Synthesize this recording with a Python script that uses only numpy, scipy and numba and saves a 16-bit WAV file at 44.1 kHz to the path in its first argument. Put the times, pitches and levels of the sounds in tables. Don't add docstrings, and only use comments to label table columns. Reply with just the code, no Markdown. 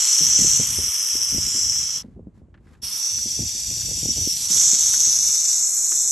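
import sys
import numpy as np
from scipy import signal
from scipy.fft import rfft, irfft, next_fast_len
from scipy.io import wavfile
from numba import njit

SR = 44100
rng = np.random.default_rng(int(sys.argv[2]) if len(sys.argv) > 2 else 0)


def dump(signal):
    limited = np.clip(np.atleast_2d(signal).T, -1, 1)
    pcm = np.round(limited * 32767).astype(np.int16)
    wavfile.write(sys.argv[1], SR, pcm)


N = 269451
TIME = np.arange(N) / SR

# [start t/s, end t/s, throat bandwidth per pass/Hz, low air level at start/dB, its fading/(dB/s)]
HISSES = [(-0.02, 2.03, 1500, -31.5, 4), (2.817, 4.5, 1130, -34.5, -1), (4.478, 6.2, 1810, -31, 4.5)]
# [t/s, throat level/dB, throat resonance f/Hz, beak level/dB, sizzle level/dB]
EFFORT = [
    [(0.0, -21.5, 5800, -21.5, -36.5), (0.242, -16.5, 5890, -24.5, -34.5), (0.364, -16, 5930, -21.5, -40.5),
     (0.414, -17, 6000, -19.5, -35.5), (0.604, -20, 5990, -23, -38), (0.72, -26.5, 5900, -30, -33.5),
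     (0.792, -24.5, 5740, -32, -34), (1.334, -22.5, 5700, -33, -38), (1.512, -25.5, 5560, -28, -40.5),
     (1.656, -20.5, 5720, -28, -41.5), (1.972, -27.5, 5700, -34, -46), (1.99, -30.5, 5630, -38, -46)],
    [(2.85, -31, 5580, -43, -38), (2.948, -27, 5660, -39, -38), (2.988, -28, 5720, -35, -36.5),
     (3.048, -23.5, 5810, -34, -42), (3.572, -29, 5880, -32.5, -43), (4.032, -28.5, 5740, -30.5, -41),
     (4.118, -22.5, 5750, -29.5, -42), (4.126, -31, 5730, -32, -42.5), (4.216, -23.5, 5950, -30, -40),
     (4.312, -24.5, 5620, -33.5, -37.5), (4.392, -29, 5950, -30.5, -36), (4.47, -23, 5830, -28.5, -36.5)],
    [(4.49, -28, 5800, -24, -37), (4.516, -20, 5840, -22, -34), (4.556, -19, 6070, -21.5, -32),
     (4.668, -16.5, 6150, -16, -35.5), (4.678, -18, 6100, -17.5, -39), (4.916, -21, 6060, -23, -34),
     (5.022, -18.5, 6140, -22, -35.5), (5.054, -18.5, 6190, -21, -40), (5.144, -18.5, 6090, -24, -35),
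     (5.646, -23.5, 6070, -20.5, -40), (5.686, -26, 6082, -21, -36), (6.1, -24, 6130, -20.5, -37)],
]
THROAT_TRIM_DB, BEAK_TRIM_DB, SIZZLE_TRIM_DB = 1.5, 1, 3
ATTACK_S, RELEASE_S = 0.022, 0.042
# [t/s, half length/s, level/dB]
SURGES = [(.065, .02, -4), (.29, 0.01, -4.5), (2.905, 0.01, -4.5), (4.103, 0.013, 3.5), (4.397, 0.034, -3)]
# [f/Hz, relative level/dB]
LOW_AIR_SPECTRA = [
    [(350, -18.5), (700, -15.5), (1250, -7), (1550, -10), (2100, -6.5), (2750, -4), (3250, 3), (3650, -4.5),
     (4500, 4.5), (5000, 2.5), (6000, -30)],
    [(350, -25), (650, -13), (1200, -6.5), (1700, -10.5), (2150, -8), (2700, -3.5), (3000, -2.5), (3300, 1),
     (3900, 1.5), (4550, 6), (5250, 12), (6200, -60)],
    [(350, -38.5), (600, -13.5), (1200, -9), (1800, -10.5), (2300, -6), (2900, -6.5), (3450, 4.5),
     (4200, 4), (4700, 11.5), (5300, -9), (6200, -24)],
]
# [f/Hz, relative level/dB]
BEAK_SPECTRUM = [(5200, -52), (5900, -33), (6400, -12.5), (6700, 12), (7250, 9), (7850, 8.5), (8100, -0.5),
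                 (8580, -2), (8850, -54), (9500, -49)]
# [f/Hz, relative level/dB]
SIZZLE_SPECTRUM = [(8000, -0.5), (8800, -6), (9400, -11), (10300, -8), (10750, -2), (11100, 3), (11600, -7),
                   (11900, 3), (12150, -16.5), (12400, -30)]
# [t/s, rms level fluctuation/dB]
RASP = [(0, 1.8), (2, 1.3), (2.8, .7), (4.4, .9), (4.55, 1.9), (6.1, 1.4)]
# [from t/s, to t/s, centre f/Hz, bandwidth/Hz, depth per pass 0-1]
HOLLOWS = [(.65, 1.4, 4220, 451, 1), (0.694, 2.002, 3670, 200, 0.3), (1.45, 1.8, 4750, 450, 0.5),
           (2.8, 4.3, 4020, 250.7, 0.8), (2.999, 3.961, 3070, 202, 0.93), (3.1, 4.424, 1225, 1040, 0.56),
           (5.15, 6.2, 3250, 401, .55), (5.599, 6.2, 2840, 697, 0.5), (5.6, 5.88, 3640, 600, 0.5),
           (5.6, 6.2, 4680, 595, 0.5)]
# [mean extra path/m, level/dB]
ECHOES = [(0.471, -31.5), (.74, -27.5), (1.162, -23), (1.898, -11)]
# [f/Hz, level/dB]
SCATTER_SPECTRUM = [(500, 1), (1500, -21), (3500, -6), (5800, -2.5), (6500, -19.5), (7600, -18),
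                    (8200, -0.5), (9000, 0.5), (11000, 0), (13000, -8)]
# [t/s, half length/s, left minus right level/dB]
SWINGS = [(1.51, 0.077, -1), (1.89, .12, -0.5), (3.02, .25, -2), (4.19, .05, -1), (4.55, 0.11, -3)]
# [t/s, peak level before gain/dB, centre f/Hz, push decay time/s]
BUMPS = [(0.202, -28.5, 157, 0.14), (0.381, -26, 163, 0.16), (0.409, -28.5, 189, 0.26),
         (0.437, -23, 165, 0.12), (0.591, -19.5, 125, 0.11), (0.779, -29, 92, 0.14),
         (1.145, -30.5, 277, 0.054), (1.317, -29, 135, 0.17), (1.337, -27.5, 242, 0.07),
         (1.375, -21, 103, 0.045), (1.54, -35.5, 239, 0.19), (2.036, -37, 230, 0.12),
         (2.075, -38, 159, 0.13), (2.158, -37, 175, 0.13), (2.186, -32.5, 223, 0.064),
         (2.262, -30.5, 178, 0.094), (2.542, -47.5, 81.5, 0.085), (2.823, -37, 80, 0.12),
         (3.25, -29.5, 206, 0.11), (3.384, -24, 150, 0.14), (3.418, -28.5, 104, 0.09),
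         (3.906, -29.5, 121, 0.074), (4.023, -25, 117, 0.078), (4.049, -22, 89.5, 0.059),
         (4.079, -25, 208, 0.11), (4.173, -24.5, 106, 0.066), (4.206, -28.5, 86, 0.11),
         (4.265, -22, 270, 0.048), (4.496, -32, 175, 0.16), (4.557, -33, 89, 0.072),
         (4.725, -29.5, 234, 0.11), (5.065, -34, 101, 0.11), (5.914, -41.5, 295, 0.11)]
# [from t/s, to t/s, rumble level before trim/dB]
HANDLING = [(.22, 0.894, -41.5), (1.133, 2.297, -46.5), (1.316, 1.483, -36.5), (2.325, 2.933, -50),
            (3.116, 4.702, -47), (3.38, 3.471, -31.5), (3.667, 4.288, -39.5), (4.784, 5.33, -51)]
HANDLING_EDGE_S, RESTING_DB = 0.027, -60.5
JOSTLE_PER_S, JOSTLE_DB, JOSTLE_SPREAD_DB = 12, 3, 2.5
JOSTLE_HZ, JOSTLE_SPREAD_OCTAVES, JOSTLE_DECAY_S = 136, 0.41, 0.112
# [t/s, push level before resonance and gain/dB]
KNOCKS = [(1.752, -36), (2.542, -45.5), (2.575, -55.5), (2.671, -55.5), (2.749, -53), (3.183, -40.5),
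          (3.813, -45), (4.938, -28.5), (5.918, -32)]
# [f/Hz, bandwidth/Hz, relative level/dB]
PLASTIC_MODES = [(329, 120, -17), (930, 240, -19), (1568, 470, -2), (1950, 180, -21), (2540, 420, -25),
                 (3600, 940, -36)]
# [t/s, half length/s, level/dB]
RUSTLE_STROKES = [(2.012, 0.034, -56.5), (2.09, 0.081, -72), (2.375, 0.035, -69), (2.713, 0.078, -64.5),
                  (2.738, 0.0099, -70)]
# [f/Hz, relative level/dB]
RUSTLE_SPECTRUM = [(400, -17), (800, 2), (1600, 1.5), (2800, -8), (5000, -10), (7500, -11), (9500, -17),
                   (12000, -17)]
# [f/Hz, relative level/dB]
RUMBLE_SPECTRUM = [(15, -39), (25, -22.5), (52, 7), (80, 8), (140, 2), (240, -5.5), (310, -24.5),
                   (490, -30), (900, -47.5)]
# [f/Hz, relative level/dB]
OUTDOOR_SPECTRUM = [(120, -25), (200, 3), (425, -5.5), (609, -15), (984, -18), (1760, -29), (5010, -42.5),
                    (7430, -36.5), (12000, -52), (15600, -74), (22000, -120)]
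OUTDOOR_DB = -62
TOP_HZ = 12400


def hiss(flow, row, effort, air_spectrum):
    start, end, throat_width_hz, air_db, fade_db_per_s = row
    throat_db, throat_hz, beak_db, sizzle_db = curves(effort)
    surge_db = sum(db * swell(s, half) for s, half, db in SURGES)
    throat = flow
    for _ in range(3):
        throat = np.array([ring(channel, throat_hz, throat_width_hz) for channel in throat])
    throat = undb(THROAT_TRIM_DB + throat_db + surge_db) * unit(throat)
    beak = undb(BEAK_TRIM_DB + beak_db) * colour(flow, BEAK_SPECTRUM)
    air = undb(air_db - fade_db_per_s * (TIME - start)) * colour(flow, air_spectrum)
    sizzle = undb(SIZZLE_TRIM_DB + sizzle_db) * colour(flow, SIZZLE_SPECTRUM)
    return (throat + beak + air + sizzle) * gate(start, end, ATTACK_S, RELEASE_S)


def turbulence(rasp_rate=900, flutter_db=0.5, flutter_rate=70):
    rasp_db, = curves(RASP)
    spurts_db = rasp_db * wander(rasp_rate) + flutter_db * wander(flutter_rate)
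    spurts = undb(spurts_db)
    direct = hollow(reflect(noise() * spurts))
    scattered = equalise(noise() * spurts, SCATTER_SPECTRUM)
    return direct, scattered


def reflect(x, sway=0.015):
    echoes = 0
    for metres, db in ECHOES:
        path = metres * (1 + sway * wander(3))
        echoes = echoes + undb(db) * np.interp(TIME - path / 343, TIME, x)
    return x + echoes


def hollow(x, fade_s=0.15, drift=0.008):
    shift = 1 + drift * wander(5.8)
    for start, end, hz, width, depth in HOLLOWS:
        cancel = depth * gate(start - fade_s / 2, end + fade_s / 2, fade_s, fade_s)
        for _ in range(2):
            x = x - cancel * ring(x, hz * shift, width)
    return x


def bumps(soft_hz=520, body_hz=225, body_db=-8, contact=9, gain_db=2):
    out = np.zeros(N)
    soft = signal.butter(3, soft_hz, fs=SR, output="sos")
    for s, db, hz, t60 in BUMPS + jostles():
        start, push = burst(s, t60, rise=0.0091)
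        push[int(0.008 * SR)] += contact
        boom = ring(ring(push, hz, 0.98 * hz), hz, 0.98 * hz)
        body = undb(body_db) * ring(push, body_hz, 170)
        thud = signal.sosfilt(soft, boom + body)
        add(out, start, undb(db + gain_db) * thud / np.abs(thud).max())
    delayed = np.roll(out, SR // 300)
    return stereo(out, delayed, side_db=-20)


def jostles():
    shake_db = 20 * np.log10(shaking())
    rows = []
    for i, (late, loud, high) in enumerate(rng.standard_normal((150, 3))):
        s = (i + late / 2) / JOSTLE_PER_S
        if 0 < s < TIME[-1]:
            db = np.interp(s, TIME, shake_db) + JOSTLE_DB + JOSTLE_SPREAD_DB * loud
            hz = JOSTLE_HZ * 2 ** (JOSTLE_SPREAD_OCTAVES * high)
            rows.append((s, db, hz, JOSTLE_DECAY_S))
    return rows


def shaking():
    edge = HANDLING_EDGE_S
    power = undb(RESTING_DB) ** 2
    for start, end, db in HANDLING:
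        power = power + (undb(db) * gate(start - edge / 2, end + edge / 2, edge, edge)) ** 2
    return np.sqrt(power)


def knocks(dull_hz=3200, gain_db=14):
    taps = np.zeros(N)
    for s, db in KNOCKS:
        start, push = burst(s, t60=0.058, rise=0.00018)
        add(taps, start, undb(db) * push)
    taps = signal.sosfilt(signal.butter(2, dull_hz, fs=SR, output="sos"), taps)
    return undb(gain_db) * sum(undb(db) * ring(taps, hz, width) for hz, width, db in PLASTIC_MODES)


def rustle():
    strokes = sum(undb(db) * swell(s, half) for s, half, db in RUSTLE_STROKES)
    grains = undb(2 * wander(200))
    mid, side = (colour(noise() * grains, RUSTLE_SPECTRUM) for _ in range(2))
    return strokes * stereo(mid, side, side_db=-10)


def background(rumble_db=-1, sway_db=2):
    rumble = stereo(*(colour(noise(), RUMBLE_SPECTRUM) for _ in range(2)), side_db=-15)
    air = stereo(*(colour(noise(), OUTDOOR_SPECTRUM) for _ in range(2)), side_db=-9)
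    rumble_gain = shaking() * undb(rumble_db + sway_db * wander(14))
    return rumble_gain * rumble + undb(OUTDOOR_DB) * air


def undb(db):
    return 10 ** (np.asarray(db) / 20)


def unit(x):
    return x / np.sqrt(np.mean(x ** 2))


def curves(table):
    s, *columns = np.transpose(table)
    return [np.interp(TIME, s, c) for c in columns]


def equalise(x, points):
    hz, db = np.transpose(points)
    size = next_fast_len(N)
    f = np.maximum(np.fft.rfftfreq(size, 1 / SR), 1)
    gain = undb(np.interp(np.log(f), np.log(hz), db, left=-90, right=-90))
    return irfft(rfft(x, size) * gain, size)[..., :N]


def colour(x, points):
    return unit(equalise(x, points))


@njit
def resonance(x, tangent, damping):
    y, band, low = np.empty(len(x)), 0., 0.
    for i in range(len(x)):
        g, k = tangent[i], damping[i]
        v = (band + g * (x[i] - low)) / (1 + g * (g + k))
        band, low, y[i] = 2 * v - band, low + 2 * g * v, k * v
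    return y


def ring(x, hz, width):
    each = np.ones(len(x))
    return resonance(x + 1e-18, np.tan(np.pi * hz / SR) * each, width / hz * each)


def noise():
    return rng.standard_normal(N)


def wander(rate):
    return unit(np.interp(TIME * rate, np.arange(N // 10), rng.standard_normal(N // 10)))


def stereo(mid, side, side_db):
    return mid + undb(side_db) * side * np.array([[1], [-1]])


def swell(s, half_length):
    return np.exp(-((TIME - s) / half_length) ** 2)


def gate(start, end, attack, release):
    return np.clip(np.minimum((TIME - start) / attack, (end - TIME) / release), 0, 1)


def burst(s, t60, rise):
    age = np.arange(SR // 4) / SR
    decay = np.exp(-np.log(1000) * age / max(t60, 0.005))
    shape = (1 - np.exp(-age / rise)) * decay
    return max(int(s * SR), 0), rng.standard_normal(len(age)) * shape


def add(track, start, sound):
    track[start:start + len(sound)] += sound[:max(N - start, 0)]


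def scene():
    flow = stereo(*turbulence(), side_db=-5)
    owls = sum(hiss(flow, *each) for each in zip(HISSES, EFFORT, LOW_AIR_SPECTRA))
    pan_db = sum(db * swell(s, half) for s, half, db in SWINGS)
    owls = owls * undb(np.array([pan_db, -pan_db]) / 2)
    return owls + bumps() + knocks() + rustle() + background()


def record(dry):
    return signal.sosfilt(signal.ellip(8, 0.2, 60, TOP_HZ, fs=SR, output="sos"), dry)


dry = scene()
out = record(dry)
dump(out)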